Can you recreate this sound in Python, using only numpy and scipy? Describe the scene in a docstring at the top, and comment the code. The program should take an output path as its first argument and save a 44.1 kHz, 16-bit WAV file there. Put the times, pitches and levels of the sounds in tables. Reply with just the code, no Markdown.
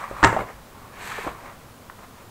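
"""Leather slapped on a workbench

A heavy piece of leather swings down, slaps a wooden bench in a few quick contacts and flops to rest.
Each contact pops the trapped air and makes the wood ring. The leather is dragged over the wood and
smoothed by hand, rubbing in many tiny slips; a fingertip ticks on it. A small, quiet workshop
echoes, and the slap overloads the microphone."""
import sys
import numpy as np
from scipy import signal
from scipy.fft import rfft, irfft, next_fast_len
from scipy.io import wavfile
from scipy.ndimage import map_coordinates

SR = 44100
rng = np.random.default_rng(int(sys.argv[2]) if len(sys.argv) > 2 else 0)


def inscribe(sig):
    """Save sig as 16-bit PCM at rate SR to the path in sys.argv[1].

    A 1-D sig is mono; a 2-D sig holds one channel per row.
    Samples are clipped to [-1, 1] before scaling.
    """
    pcm = np.round(np.clip(np.atleast_2d(sig).T, -1, 1) * 32767)
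    wavfile.write(sys.argv[1], SR, pcm.astype(np.int16))


N = 101429

# the tone of hands rubbing leather: pitch_hz, level_db
HAND_TONE = [(100, -34), (450, -11), (800, -3), (1150, 1), (1550, -10), (2300, -11.5), (3000, -24),
             (4000, -23.5), (5200, -32.5), (8000, -27.5), (9500, -22)]


def slaps():
    """The leather lands edge first, then flat; each contact pops trapped air, cracks and thumps."""
    # the contacts: start_s, level_db, air_pitch_hz, crack_db, thump_db
    contacts = [(0.2292, -8, 1340, -9, -10.5), (0.2317, -6.5, 926, -6, -1), (0.2384, 0.5, 1767, -5, -25),
                (0.2448, 3, 906, 2, -2)]
    # the tone of the crack: pitch_hz, level_db
    crack_tone = [(60, -12), (300, 6.5), (600, -5), (1250, 7), (1900, -0.5), (2700, -6), (4000, -14),
                  (5200, -24), (7000, -16.5), (8100, -14), (8900, -27), (15000, -46)]
    out, t = np.zeros(N), np.arange(SR) / SR
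    for start_s, level_db, air_pitch_hz, crack_db, thump_db in contacts:
        pop = ring(t, air_pitch_hz, fade_s=0.02)
        crack = noise(crack_tone, SR) * burst(t, rise_s=0.00028, fade_s=0.019)
        thump = 0.49 * ring(t, pitch_hz=337, fade_s=0.026) + bench(t)
        add(out, start_s, amp(level_db) * (pop + amp(crack_db) * crack + amp(thump_db) * thump))
    return out


def bench(t):
    """The bench top rings at many pitches at once, a little differently for each blow."""
    # the wood's natural notes: pitch_hz, level_db, fade_s
    notes = [(44.4, -31, .12), (82, -43, 0.49), (112.8, -17, 0.29), (179, -21, 0.17), (322, -46, 0.064),
             (397, -19.5, 0.11), (561, -20, 0.22), (663, -15, 0.1), (887, -29, 0.27), (927, -22, 0.23),
             (1010, -29, 0.48), (1143, -24.5, 0.14), (1236, -15, 0.078), (1605, -24, .12)]
    return sum(amp(level_db + rng.normal(0, 1)) * ring(t, pitch_hz, fade_s)
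               for pitch_hz, level_db, fade_s in notes)


def pats(width_octaves=0.76):
    """A flap or finger lands softly: a short hollow note, a puff near that pitch, a nudge to the bench."""
    # the soft touches: start_s, level_db, pitch_hz, rise_s, fade_s, bench_db
    touches = [(0.0382, -30, 1150, 0.002, 0.036, -33), (0.1125, -23.5, 580, 0.00024, 0.014, -0.5),
               (.166, -30, 1050, .0007, 0.016, -30), (0.329, -19.5, 756, 0.00025, 0.0047, 6),
               (0.338, -25, 885, 0.00057, 0.017, -15), (.3648, -17.5, 823, 0.00031, 0.024, -10),
               (.3695, -15, 672, 0.0012, 0.026, -6), (.3905, -19, 840, 0.0014, 0.025, 5),
               (.4075, -14, 670, 0.00044, 0.0083, -24), (.416, -32, 590, 0.0022, .035, -17),
               (.428, -31, 576, 0.003, 0.028, -16), (1.117, -28.5, 1280, 0.0009, 0.049, -13),
               (1.182, -23, 910, 0.0013, 0.011, -14), (1.186, -30, 460, 0.0016, 0.028, -11),
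               (1.263, -30, 610, 0.00074, 0.021, -19), (1.2677, -21, 342, 0.00075, 0.03, -7),
               (1.272, -28.5, 692, 0.0015, 0.039, -17), (1.281, -31, 465, 0.0016, 0.054, -3),
               (1.8984, -29, 1280, .001, 0.012, -30)]
    out, t = np.zeros(N), np.arange(SR // 2) / SR
    for start_s, level_db, pitch_hz, rise_s, fade_s, bench_db in touches:
        def near_pitch(hz):
            octaves_away = np.log2((hz + 1) / pitch_hz)
            return 1 / (1 + (octaves_away / width_octaves) ** 2) ** 2
        puff = unit(filtered(rng.standard_normal(len(t)), near_pitch))
        note = np.sin(2 * np.pi * pitch_hz * t)
        shape = burst(t, rise_s, fade_s)
        pop = shape / shape.max() * (note + amp(-2) * puff)
        add(out, start_s, amp(level_db - 1) * (pop + amp(bench_db) * bench(t)))
    return out


def scuff():
    """The leather scuffs the bench as it settles."""
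    # the scuff's loudness: time_s, level_db
    loudness = [(.228, -47), (.25, -25), (.275, -22), (.31, -31), (.355, -30.5), (.382, -32.5),
                (.41, -26.5), (.433, -33), (.447, -48), (.475, -61), (.55, -51), (.6, -77)]
    # its tone: pitch_hz, level_db
    tone = [(40, -3), (110, 2), (150, -5), (280, 3), (355, 4.5), (470, 1), (600, 2), (900, -12),
            (1150, 1.5), (1500, -9), (2200, -8.5), (2800, -20), (4000, -27.5), (5200, -34), (8200, -34),
            (9500, -21.5)]
    return levels(loudness)[0] * friction(tone, spread_db=0.5, flutter_db=2.3)


def drag():
    """The leather's rough side rasps over the wood, fibres fizzing; it dulls as the sheet lies down."""
    # how the three parts swell and fade: time_s, body_db, rasp_db, fizz_db
    loudness = [(.92, -61, -55.5, -66), (1.0, -40.5, -41.5, -49), (1.055, -37.5, -38.5, -41),
                (1.125, -39.5, -35, -41), (1.17, -36, -35.5, -45.5), (1.23, -37.5, -39, -43.5),
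                (1.275, -30, -40.5, -49), (1.305, -37.5, -44, -53), (1.335, -51, -56, -61)]
    # the tones of the low wooden body, middle rasp and high fizz: pitch_hz, level_db
    body_tone = [(60, -4), (200, -4), (350, -8.5), (460, 2), (560, -10), (720, -2), (920, 2), (1100, 2.5),
                 (1350, -5), (2000, -26), (4000, -34)]
    rasp_tone = [(500, -18), (1000, -7.5), (1300, -6.5), (1550, -3), (1750, 2), (1980, -3), (2300, -1.5),
                 (3000, -10.5), (3900, -16), (5000, -35), (8000, -35)]
    fizz_tone = [(1500, -22), (3000, -11), (4000, 1.5), (5200, -6.5), (6500, -4), (8200, -3), (9000, 1),
                 (14000, 5), (16000, -15)]
    body_gain, rasp_gain, fizz_gain = levels(loudness)
    body = body_gain * friction(body_tone, spread_db=2.5, flutter_db=2.4)
    rasp = rasp_gain * friction(rasp_tone, spread_db=2.5, flutter_db=0.2)
    fizz = fizz_gain * friction(fizz_tone, spread_db=3, flutter_db=1.1)
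    return amp(-1) * body + rasp + amp(4) * fizz


def brush():
    """The leather brushes out of the hands as it swings down."""
    # the brushing's loudness: time_s, level_db
    loudness = [(0, -33), (.04, -33.5), (.075, -38.5), (.097, -37.5), (.108, -40.5), (.16, -38), (.19, -34),
                (.225, -34), (.3, -64)]
    return levels(loudness)[0] * friction(HAND_TONE, spread_db=1, flutter_db=0.5)


def smoothing():
    """The hands take hold, then smooth and stroke the sheet."""
    # the strokes' loudness: time_s, level_db
    loudness = [(.72, -54), (.84, -47.5), (.93, -50.5), (1.3, -50), (1.36, -43), (1.42, -46.5),
                (1.465, -42), (1.55, -54), (1.68, -51), (1.78, -80), (1.94, -65), (1.99, -44), (2.015, -53),
                (2.037, -39.5), (2.09, -66), (2.21, -46.5), (2.3, -82)]
    return levels(loudness)[0] * friction(HAND_TONE, spread_db=3.5, flutter_db=2)


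def skid():
    """The leather slides a little after landing, and again under the smoothing hand."""
    # the skid's loudness: time_s, level_db
    loudness = [(.44, -55), (.472, -46), (.487, -38), (.51, -41), (.54, -53), (.62, -55), (1.34, -63),
                (1.42, -46.5), (1.47, -40.5), (1.52, -47.5), (1.6, -72)]
    # its tone: pitch_hz, level_db
    tone = [(200, -8), (700, 10), (1400, 3), (2200, 2), (3000, -13), (4500, -18), (9000, -21)]
    return levels(loudness)[0] * friction(tone, spread_db=2.5, flutter_db=1.5)


def whumps(pitch_hz=52, rise_s=0.021):
    """The broad sheet pushes out a slow, deep puff of air as it comes down."""
    # the puffs of air: start_s, level_db
    puffs = [(.112, -40.5), (.378, -38), (.53, -42.5), (1.277, -40)]
    out, t = np.zeros(N), np.arange(SR // 4) / SR
    swell = t / rise_s * np.exp(1 - t / rise_s)
    for start_s, level_db in puffs:
        add(out, start_s, amp(level_db) * swell * np.sin(2 * np.pi * pitch_hz * t))
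    return out


def room(sound, echo_count=24, low_cut_hz=353):
    """Near walls and clutter add quick echoes, then a short tail, both with little bass."""
    # how long the room rings: pitch_hz, fade_s
    fade_times = [(80, 0.16), (250, 0.66), (600, 0.33), (1500, 0.45), (4000, 0.41), (10000, 0.45)]
    hz, t, bands = signal.stft(rng.standard_normal(SR), SR, nperseg=256)
    tail = signal.istft(bands * fade(t, along(fade_times, hz)[:, None]), SR, nperseg=256)[1]
    late = np.pad(tail, (256, 0))[:len(tail)] / np.linalg.norm(tail)
    delays_s = 0.003 + 0.025 * rng.random(echo_count)
    early = np.bincount((delays_s * SR).astype(int), rng.standard_normal(echo_count), len(tail))
    answer = amp(-11.5) * late + amp(-14) * early / np.linalg.norm(early)
    echoes = signal.fftconvolve(sound, answer)[:N]
    return sound + filtered(echoes, lambda hz: hz / np.hypot(hz, low_cut_hz))


def hush():
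    """The workshop's steady, low background noise."""
    # the tone of the hush: pitch_hz, level_db
    tone = [(20, 0.5), (45, -0.5), (80, 0), (115, 4), (160, -2.5), (240, 0), (340, -6), (520, -5),
            (800, -8), (1100, -6.5), (1600, -13), (2200, -18), (3400, -20.5), (6000, -26.5), (8300, -27.5),
            (15000, -26)]
    return amp(-46.5) * noise(tone, N)


def friction(tone, spread_db, flutter_db, slips_per_s=2500, clumps_per_s=130):
    """Rubbing is tiny slips plus noise; spread varies the slips' size, flutter bunches it into clumps."""
    slips = (rng.random(N) < slips_per_s / SR) * rng.choice([-1, 1], N)
    sizes = amp(spread_db * rng.standard_normal(N))
    clumps = map_coordinates(rng.standard_normal(N), [np.arange(N) * clumps_per_s / SR])
    rubbing = unit(slips * sizes) + 1.08 * rng.standard_normal(N)
    return coloured(rubbing * amp(flutter_db * clumps), tone)


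def amp(db):
    """Turn decibels into a gain to multiply by."""
    return 10 ** (np.asarray(db) / 20)


def unit(sound):
    """Scale a sound to an average (rms) level of 1."""
    return sound / np.sqrt(np.mean(sound ** 2) + 1e-20)


def along(points, hz):
    """Read between (pitch_hz, value) points, spacing pitches by octaves."""
    pitches, values = np.transpose(points)
    return np.interp(np.log(hz + 1), np.log(pitches + 1), values)


def levels(rows):
    """One gain curve for each decibel column, silent outside the listed times."""
    times, *columns = np.transpose(rows)
    return [amp(np.interp(np.arange(N) / SR, times, db, -120, -120)) for db in columns]


def filtered(sound, gain_at):
    """Turn each pitch up or down by gain_at(hz)."""
    size = next_fast_len(len(sound) + 8192)
    gains = gain_at(np.fft.rfftfreq(size, 1 / SR))
    return irfft(rfft(sound, size) * gains, size)[:len(sound)]


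def coloured(sound, tone):
    """Give a sound a (pitch_hz, level_db) tone, at an average level of 1."""
    return unit(filtered(sound, lambda hz: amp(along(tone, hz))))


def noise(tone, samples):
    """Steady noise with the given tone."""
    return coloured(rng.standard_normal(samples), tone)


def fade(t, fade_s):
    """Die away by 60 dB every fade_s seconds."""
    return np.exp(-np.log(1000) * t / fade_s)


def burst(t, rise_s, fade_s):
    """Rise quickly, then die away."""
    return (1 - np.exp(-t / rise_s)) * fade(t, fade_s)


def ring(t, pitch_hz, fade_s):
    """A pure note that dies away."""
    return np.sin(2 * np.pi * pitch_hz * t) * fade(t, fade_s)


def add(track, start_s, sound):
    """Mix a sound into the track at start_s."""
    first = max(round(start_s * SR), 0)
    track[first:first + len(sound)] += sound[:len(track[first:])]


def scene():
    """Leather and bench in the workshop, over its steady hush."""
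    background = hush()
    hits = room(slaps()) + room(pats())
    rubbing = room(scuff() + brush() + smoothing() + skid() + drag())
    return (hits + amp(-1) * rubbing + whumps() + background)[None]


def record(dry, ceiling=0.65, hardness=7, top_hz=15750):
    """The microphone squashes the slap, dulls the treble and hisses; nothing above top_hz is kept."""
    # the microphone's treble loss: pitch_hz, level_db
    mic_tone = [(8300, 0), (9000, -11), (16000, -16)]
    squashed = dry[0] / (1 + np.abs(dry[0] / ceiling) ** hardness) ** (1 / hardness)
    dulled = filtered(squashed, lambda hz: amp(along(mic_tone, hz)))
    hiss = amp(-55) * rng.standard_normal(N)
    return filtered(dulled + hiss, lambda hz: hz < top_hz)[None]


dry = scene()
out = record(dry)
inscribe(out)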